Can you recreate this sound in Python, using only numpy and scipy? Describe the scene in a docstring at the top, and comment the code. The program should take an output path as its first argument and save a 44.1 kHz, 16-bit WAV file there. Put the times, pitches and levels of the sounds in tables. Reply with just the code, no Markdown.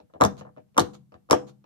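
"""Two hands land three times on a table, right beside the microphone, in a small quiet room.
Each landing is a cluster of finger contacts: the table's low modes thud, its higher modes give
a hollow knock, and a hard click sits on top. Around the landings the fingers settle with soft bumps,
nails tick and skin brushes off the surface. The room hums on in its low modes over a faint noise bed."""
import sys
import numpy as np
from scipy import signal
from scipy.fft import rfft, irfft, next_fast_len
from scipy.io import wavfile
from scipy.ndimage import uniform_filter1d

SR = 44100
rng = np.random.default_rng(int(sys.argv[2]) if len(sys.argv) > 2 else 0)


def int16_out(signal):
    """Quantize to a 16-bit WAV file."""
    q = np.round(np.clip(np.atleast_2d(signal).T, -1, 1) * 32767)
    wavfile.write(sys.argv[1], SR, q.astype(np.int16))


N = 72765


def undb(db):
    """Decibels to gain."""
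    return 10 ** (np.asarray(db) / 20)


def along(hz, points):
    """Reads a curve of (freq_hz, value) points on a log-frequency axis."""
    freqs, values = np.array(points, float).T
    return np.interp(np.log(np.maximum(hz, 1)), np.log(freqs), values)


def shape(x, gain):
    """EQs x by a gain that is a function of frequency."""
    size = next_fast_len(2 * x.shape[-1])
    return irfft(rfft(x, size) * gain(np.fft.rfftfreq(size, 1 / SR)), size)[..., :x.shape[-1]]


def noise(eq, size):
    """Coloured stereo noise of rms 1."""
    x = shape(rng.standard_normal((2, size)), lambda f: undb(along(f, eq)))
    return x / x.std()


def level(x, db):
    """Sets the rms of the loudest 6 ms."""
    power = uniform_filter1d(np.atleast_2d(x ** 2).mean(0), size=265)
    return x * undb(db) / np.sqrt(power.max())


def add(out, x, start_s):
    """Mixes x into out at start_s."""
    i = max(int(start_s * SR), 0)
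    out[..., i:i + x.shape[-1]] += x[..., :max(N - i, 0)]


def ring(modes, t, push_s, weight=np.ones_like, scatter_db=2, detune=0.011):
    """A smooth finger push rings the table's modes, a little differently at every spot."""
    hz, db, t60 = np.array(modes, float).T
    gain_draw, pitch_draw = rng.standard_normal((len(hz), 2)).T
    gain = undb(db + scatter_db * gain_draw) * weight(hz)
    tones = np.sin(2 * np.pi * np.outer(hz * (1 + detune * pitch_draw), t))
    decay = np.exp(-np.log(1000) * np.outer(1 / t60, t))
    attack = 1 - np.exp(-(t / push_s) ** 2)
    return gain @ (tones * decay) * attack


# The table's low modes: pitch_hz, gain_db, t60_s
TABLE_LOW_MODES = [(84.2, 0, 0.16), (99.3, -4.5, 0.096), (168.2, 7.5, 0.065), (200.1, -2, 0.15),
                   (260.4, -7.5, 0.13)]


def thud(t):
    """The weight of a contact: a slow push rings the table's low modes."""
    return ring(TABLE_LOW_MODES, t, push_s=0.0029)


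# The table's higher, hollow modes: pitch_hz, gain_db, t60_s
TABLE_HIGH_MODES = [(306.5, -5, 0.11), (346, -5.5, .1), (402.4, -4, 0.05), (489.9, -11, 0.22),
                    (547.3, -1, 0.044), (614.7, 2, .05), (745.2, -4, 0.069), (780, -1, .035),
                    (900, 1.5, 0.018), (1046, -2, 0.029), (1154.3, -1.5, 0.027), (1256, -2.5, .024),
                    (1396, -7.5, 0.019), (1524, -13, 0.025), (1825, -14.5, .05)]


def knock(t, centre_hz, slap_db, slap_s, width_octaves=1.097, glide_octaves=.35):
    """The table's modes near centre_hz, plus a slap: forced swings under the finger, falling in pitch."""
    focus = lambda f: np.exp(-.5 * (np.log2(f / centre_hz) / width_octaves) ** 2)
    modes = ring(TABLE_HIGH_MODES, t, push_s=0.0008, weight=focus)
    glide = 2 * np.exp(-t / (2 * slap_s)) - 1  # from above the centre to below it
    pitch_hz = centre_hz * 2 ** (glide_octaves * glide)
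    slap = np.sin(2 * np.pi * np.cumsum(pitch_hz) / SR) * t * np.exp(-2 * t / slap_s)
    return level(modes, 0) + level(slap, slap_db)


# Tone of the click's crack: freq_hz, gain_db
CRACK_EQ = [(900, -8), (1900, -1), (2500, -0.5), (3500, -1.5), (4500, -5), (6000, 2), (8200, -8.5),
            (10000, -12), (12500, -13), (16000, -29.5)]


def click(t, ring_hz, ring_db=-12.5, ring_s=0.0014, rise_s=.0006, decay_s=.0006):
    """The hard edge of a contact: a millisecond crack and the nail's short ring, left side first."""
    shared_power, right_lag_s = .6, .00023
    attack = 1 - np.exp(-(t / rise_s) ** 2)
    left, other = noise(CRACK_EQ, len(t)) * attack * np.exp(-t / decay_s)
    right = np.sqrt(shared_power) * left + np.sqrt(1 - shared_power) * other
    nail = undb(ring_db) * attack * np.exp(-t / ring_s) * np.sin(2 * np.pi * ring_hz * t)
    late_right = shape(right + nail, lambda f: np.exp(-2j * np.pi * f * right_lag_s))
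    return np.array([left + nail, late_right])


def fingers(contacts, slap_db, give_s=0.00063):
    """Each finger clicks, then the table gives way; returns the table's motion and the airborne clicks."""
    t = np.arange(SR // 3) / SR
    body, clicks = np.zeros(N), np.zeros((2, N))
    for start_s, thud_db, knock_db, knock_hz, click_db, slap_s, ring_hz in contacts:
        low = level(thud(t), thud_db)
        hollow = level(knock(t, knock_hz, slap_db, slap_s), knock_db)
        add(body, low + hollow, start_s + give_s)
        add(clicks, level(click(t[:len(t) // 4], ring_hz), click_db), start_s)
    return body, clicks


def skin_drag(clicks, smear_db=3.5, smear_s=.008, lowpass_hz=4500):
    """Skin rubs on briefly after a soft touch, smearing and dulling its edge."""
    t = np.arange(SR // 12) / SR
    tail = rng.standard_normal((2, len(t))) * np.exp(-t / smear_s)
    tail /= np.sqrt(np.sum(tail ** 2) / 2)
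    smear = signal.fftconvolve(clicks, tail, axes=1)[:, :N]
    return shape(clicks + undb(smear_db) * smear, lambda f: 1 / (1 + (f / lowpass_hz) ** 4))


# Light touches, levels before the skin drag: start_s, thud_db, knock_db, knock_hz, click_db
SOFT_TOUCHES = [ (.001, -61, -47, 599.5, -63), (.029, -54, -69.5, 350, -89.5),
                (0.099, -94.5, -60.5, 1100, -97.5), (0.1369, -68.5, -46, 750, -63),
                (.146, -50.5, -43, 520, -101.5), (0.158, -52.5, -41.5, 500, -94.5),
                (0.4102, -46.5, -38.5, 820, -55.5), (.4505, -64, -44, 850, -77),
                (.468, -64, -46.5, 850, -81), (.490, -58, -52.5, 900, -89),
                (.564, -62.5, -52.5, 950, -72.5), (0.572, -56.5, -42, 550, -68),
                (.580, -51, -46.5, 750, -66.5), (0.601, -62.5, -56.5, 450, -78),
                (0.686, -79, -76, 850, -84), (0.7449, -73.5, -60.5, 850, -65), (.760, -54, -45, 440.4, -84),
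                (1.1206, -60.5, -49.5, 780, -64), (1.141, -49, -46.5, 1050, -61),
                (1.153, -56, -50, 452, -75.5), (1.289, -52.5, -46.5, 850, -71.5),
                (1.641, -57.5, -55, 900, -66)]


def soft_bumps(slap_s=0.0039, ring_hz=2840):
    """The hands lift and settle: gentle contacts with hardly any slap and a blurred click."""
    body, clicks = fingers([(*touch, slap_s, ring_hz) for touch in SOFT_TOUCHES], slap_db=-9)
    return body, skin_drag(clicks)


# Finger hits of the landings: start_s, thud_db, knock_db, knock_hz, click_db, slap_s, ring_hz
FINGER_HITS = [ (.2033, -46, -25.5, 720, -55, 0.0046, 2850),
               (.2103, -33.5, -10.5, 800, -25.5, 0.00072, 7340), (.2180, -21, -8, 882.7, -28, 0.0023, 3900),
               (.2376, -26.5, -16, 877, -23.5, 0.002, 3620), (.2458, -22, -19, 561, -38, .002, 3400),
               (.2501, -25, -16.5, 950, -25.5, 0.0014, 6350), (.2575, -32, -23, 410.7, -42, 0.0043, 4800),
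               (.7678, -48.5, -26.5, 800, -48, 0.0015, 5800), (.7781, -33, -16, 823, -20.5, 0.0026, 3580),
               (.7817, -38, -8, 972, -21.5, 0.0015, 3256), (.7957, -31.5, -19.5, 663, -22, 0.0018, 4015),
               (.8027, -23, -22, 356.6, -26.5, 0.0029, 4350),
               (.8230, -31.5, -27.5, 410.4, -53.5, .004, 4500),
               (1.2990, -36.5, -25.5, 643, -44, 0.0037, 5620),
               (1.3095, -51, -12.5, 900, -15.5, 0.0011, 5510),
               (1.3152, -27.5, -10, 432.6, -29, 0.0022, 6500), (1.3295, -29, -8, 758, -25, .0018, 3400)]


def landings():
    """Both hands come down three times, each a tight cluster of fingers slapping the table."""
    return fingers(FINGER_HITS, slap_db=2.5)


# The room's standing waves: pitch_hz, send_db, t60_s
STANDING_WAVES = [(130.4, -31, 1), (202.6, -31, 1.1)]


def room_hum(body):
    """The room's low modes store a share of each landing's energy and hum it away."""
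    t, out = np.arange(N) / SR, 0
    for hz, send_db, t60 in STANDING_WAVES:
        retained = np.exp(-2 * np.log(1000) / (t60 * SR))
        energy = signal.lfilter([1 - retained], [1, -retained], body ** 2)
        tone = np.sin(2 * np.pi * (hz * t + rng.random()))
        out = out + undb(send_db) * np.sqrt(2 * energy) * tone
    return out


# Fingernail ticks as the hands lift: start_s, level_db
NAIL_TICKS = [(.3685, -61), (.401, -55.5), (.9535, -62)]


def nail_ticks(ring_hz=6500):
    """Nails tick too lightly to move the table."""
    t, out = np.arange(SR // 12) / SR, np.zeros((2, N))
    for start_s, db in NAIL_TICKS:
        add(out, level(click(t, ring_hz), db), start_s)
    return out


# Fingers brushing off the surface: end_s, length_s, level_db
BRUSH_STROKES = [(0.397, 0.024, -50.5), (0.952, .022, -51), (1.498, 0.033, -54.5)]
# Tone of sliding skin: freq_hz, gain_db
SKIN_EQ = [(400, 5), (1200, 7), (1800, -8.5), (2500, -8), (4200, -0.5), (5500, -11), (6500, -0.5),
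           (8000, -16.5), (12500, -19.5), (16000, -32)]


def brushes(swell_db=4, fade_s=0.0065, grain_depth=0.17):
    """Skin slides off the surface: a grainy hiss that swells and stops."""
    t, envelope = np.arange(N) / SR, 0
    for end_s, length_s, db in BRUSH_STROKES:
        attack = np.clip((t - end_s + length_s) / fade_s, 0, 1)
        swell = undb(db + swell_db * np.minimum((t - end_s) / length_s, 0))
        release = np.exp(-np.maximum(t - end_s, 0) / fade_s)
        envelope = envelope + attack * swell * release
    grain = uniform_filter1d(rng.standard_normal(N), size=60)
    roughness = np.exp(grain_depth * grain / grain.std() - grain_depth ** 2)
    return envelope * noise(SKIN_EQ, N) * roughness


# Phase of the table's sound between the microphone ports: freq_hz, left_lead_rad
LEFT_LEAD = [(40, 1.55), (150, 0.2), (300, -2.03), (520, -1), (750, -3), (1030, -5.5), (1300, -4.5),
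             (2000, -2.5)]


def mic_ports(body, size=512):
    """The table's motion reaches the left port out of step with the right, by a few ms at most."""
    turn = np.exp(1j * along(np.fft.rfftfreq(size, 1 / SR), LEFT_LEAD))
    taps = np.roll(irfft(turn), size // 2) * signal.get_window("hann", size)
    left = signal.fftconvolve(body, taps)[size // 2:size // 2 + N]
    return np.array([left, body])


# Bands of the room's wash: centre_hz, send_db, t60_s
WASH_BANDS = [(70, -15.5, .5), (140, -13, 1), (274, -8.5, .36), (560, -21, .33), (1100, -17, 0.26),
              (2220, -10.5, 0.18), (4500, -14.5, 0.21), (9000, -23.5, 0.33), (16000, -15, .15)]


def room_reverb(direct, build_s=.012, early_db=-8.5, early_s=0.0077):
    """The small room returns near reflections and a wash that dies sooner in the treble."""
    t = np.arange(SR) / SR
    white, early = rng.standard_normal((2, 2, SR))
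    build = 1 - np.exp(-(t / build_s) ** 2)
    unit_energy = lambda e: e / np.sqrt(np.sum(e ** 2))
    response = undb(early_db) * early * unit_energy(build * np.exp(-t / early_s))
    for centre_hz, send_db, t60 in WASH_BANDS:
        crossover = [(hz, hz == centre_hz) for hz, _, _ in WASH_BANDS]
        band = shape(white, lambda f: along(f, crossover))
        response += undb(send_db) * band * unit_energy(build * np.exp(-np.log(1000) * t / t60))
    return signal.fftconvolve(direct, response, axes=1)[:, :N]


# Stereo lean across the spectrum: freq_hz, left_minus_right_db
PAN_CURVE = [(40, -6), (70, 5), (170, 4.5), (350, 1), (700, 6.5), (1300, 0.5), (2700, -6), (5500, -0.5),
             (9000, -4), (14000, 0)]
# Tone of the bass-heavy noise bed: freq_hz, gain_db
BED_EQ = [(30, -4.5), (70, 2.5), (180, 7.5), (400, -16), (900, -18.5), (1800, -25.5), (5000, -28.5),
          (14000, -30), (16000, -48)]


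def scene(bed_db=-68):
    """Table, clicks, ticks and brushes sound in the room, panned by frequency over a steady noise bed."""
    landing_body, landing_clicks = landings()
    bump_body, bump_clicks = soft_bumps()
    table = mic_ports(landing_body + bump_body)
    direct = table + landing_clicks + bump_clicks + brushes() + nail_ticks()
    in_room = direct + room_reverb(direct) + room_hum(landing_body)
    panned = shape(in_room, lambda f: undb(np.outer([.5, -.5], along(f, PAN_CURVE))))
    return panned + noise(BED_EQ, N) * undb(bed_db)


def record(dry):
    """The microphone thins the deep bass, rounds the highest peaks and cuts the top."""
    low_cut_hz, high_cut_hz, ceiling = 59.3, 15900, .95
    thinned = signal.sosfilt(signal.butter(2, low_cut_hz, "high", fs=SR, output="sos"), dry)
    rounded = thinned / (1 + (thinned / ceiling) ** 6) ** (1 / 6)
    return signal.sosfilt(signal.ellip(8, .2, 80, high_cut_hz, fs=SR, output="sos"), rounded)


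dry = scene()
out = record(dry)
int16_out(out)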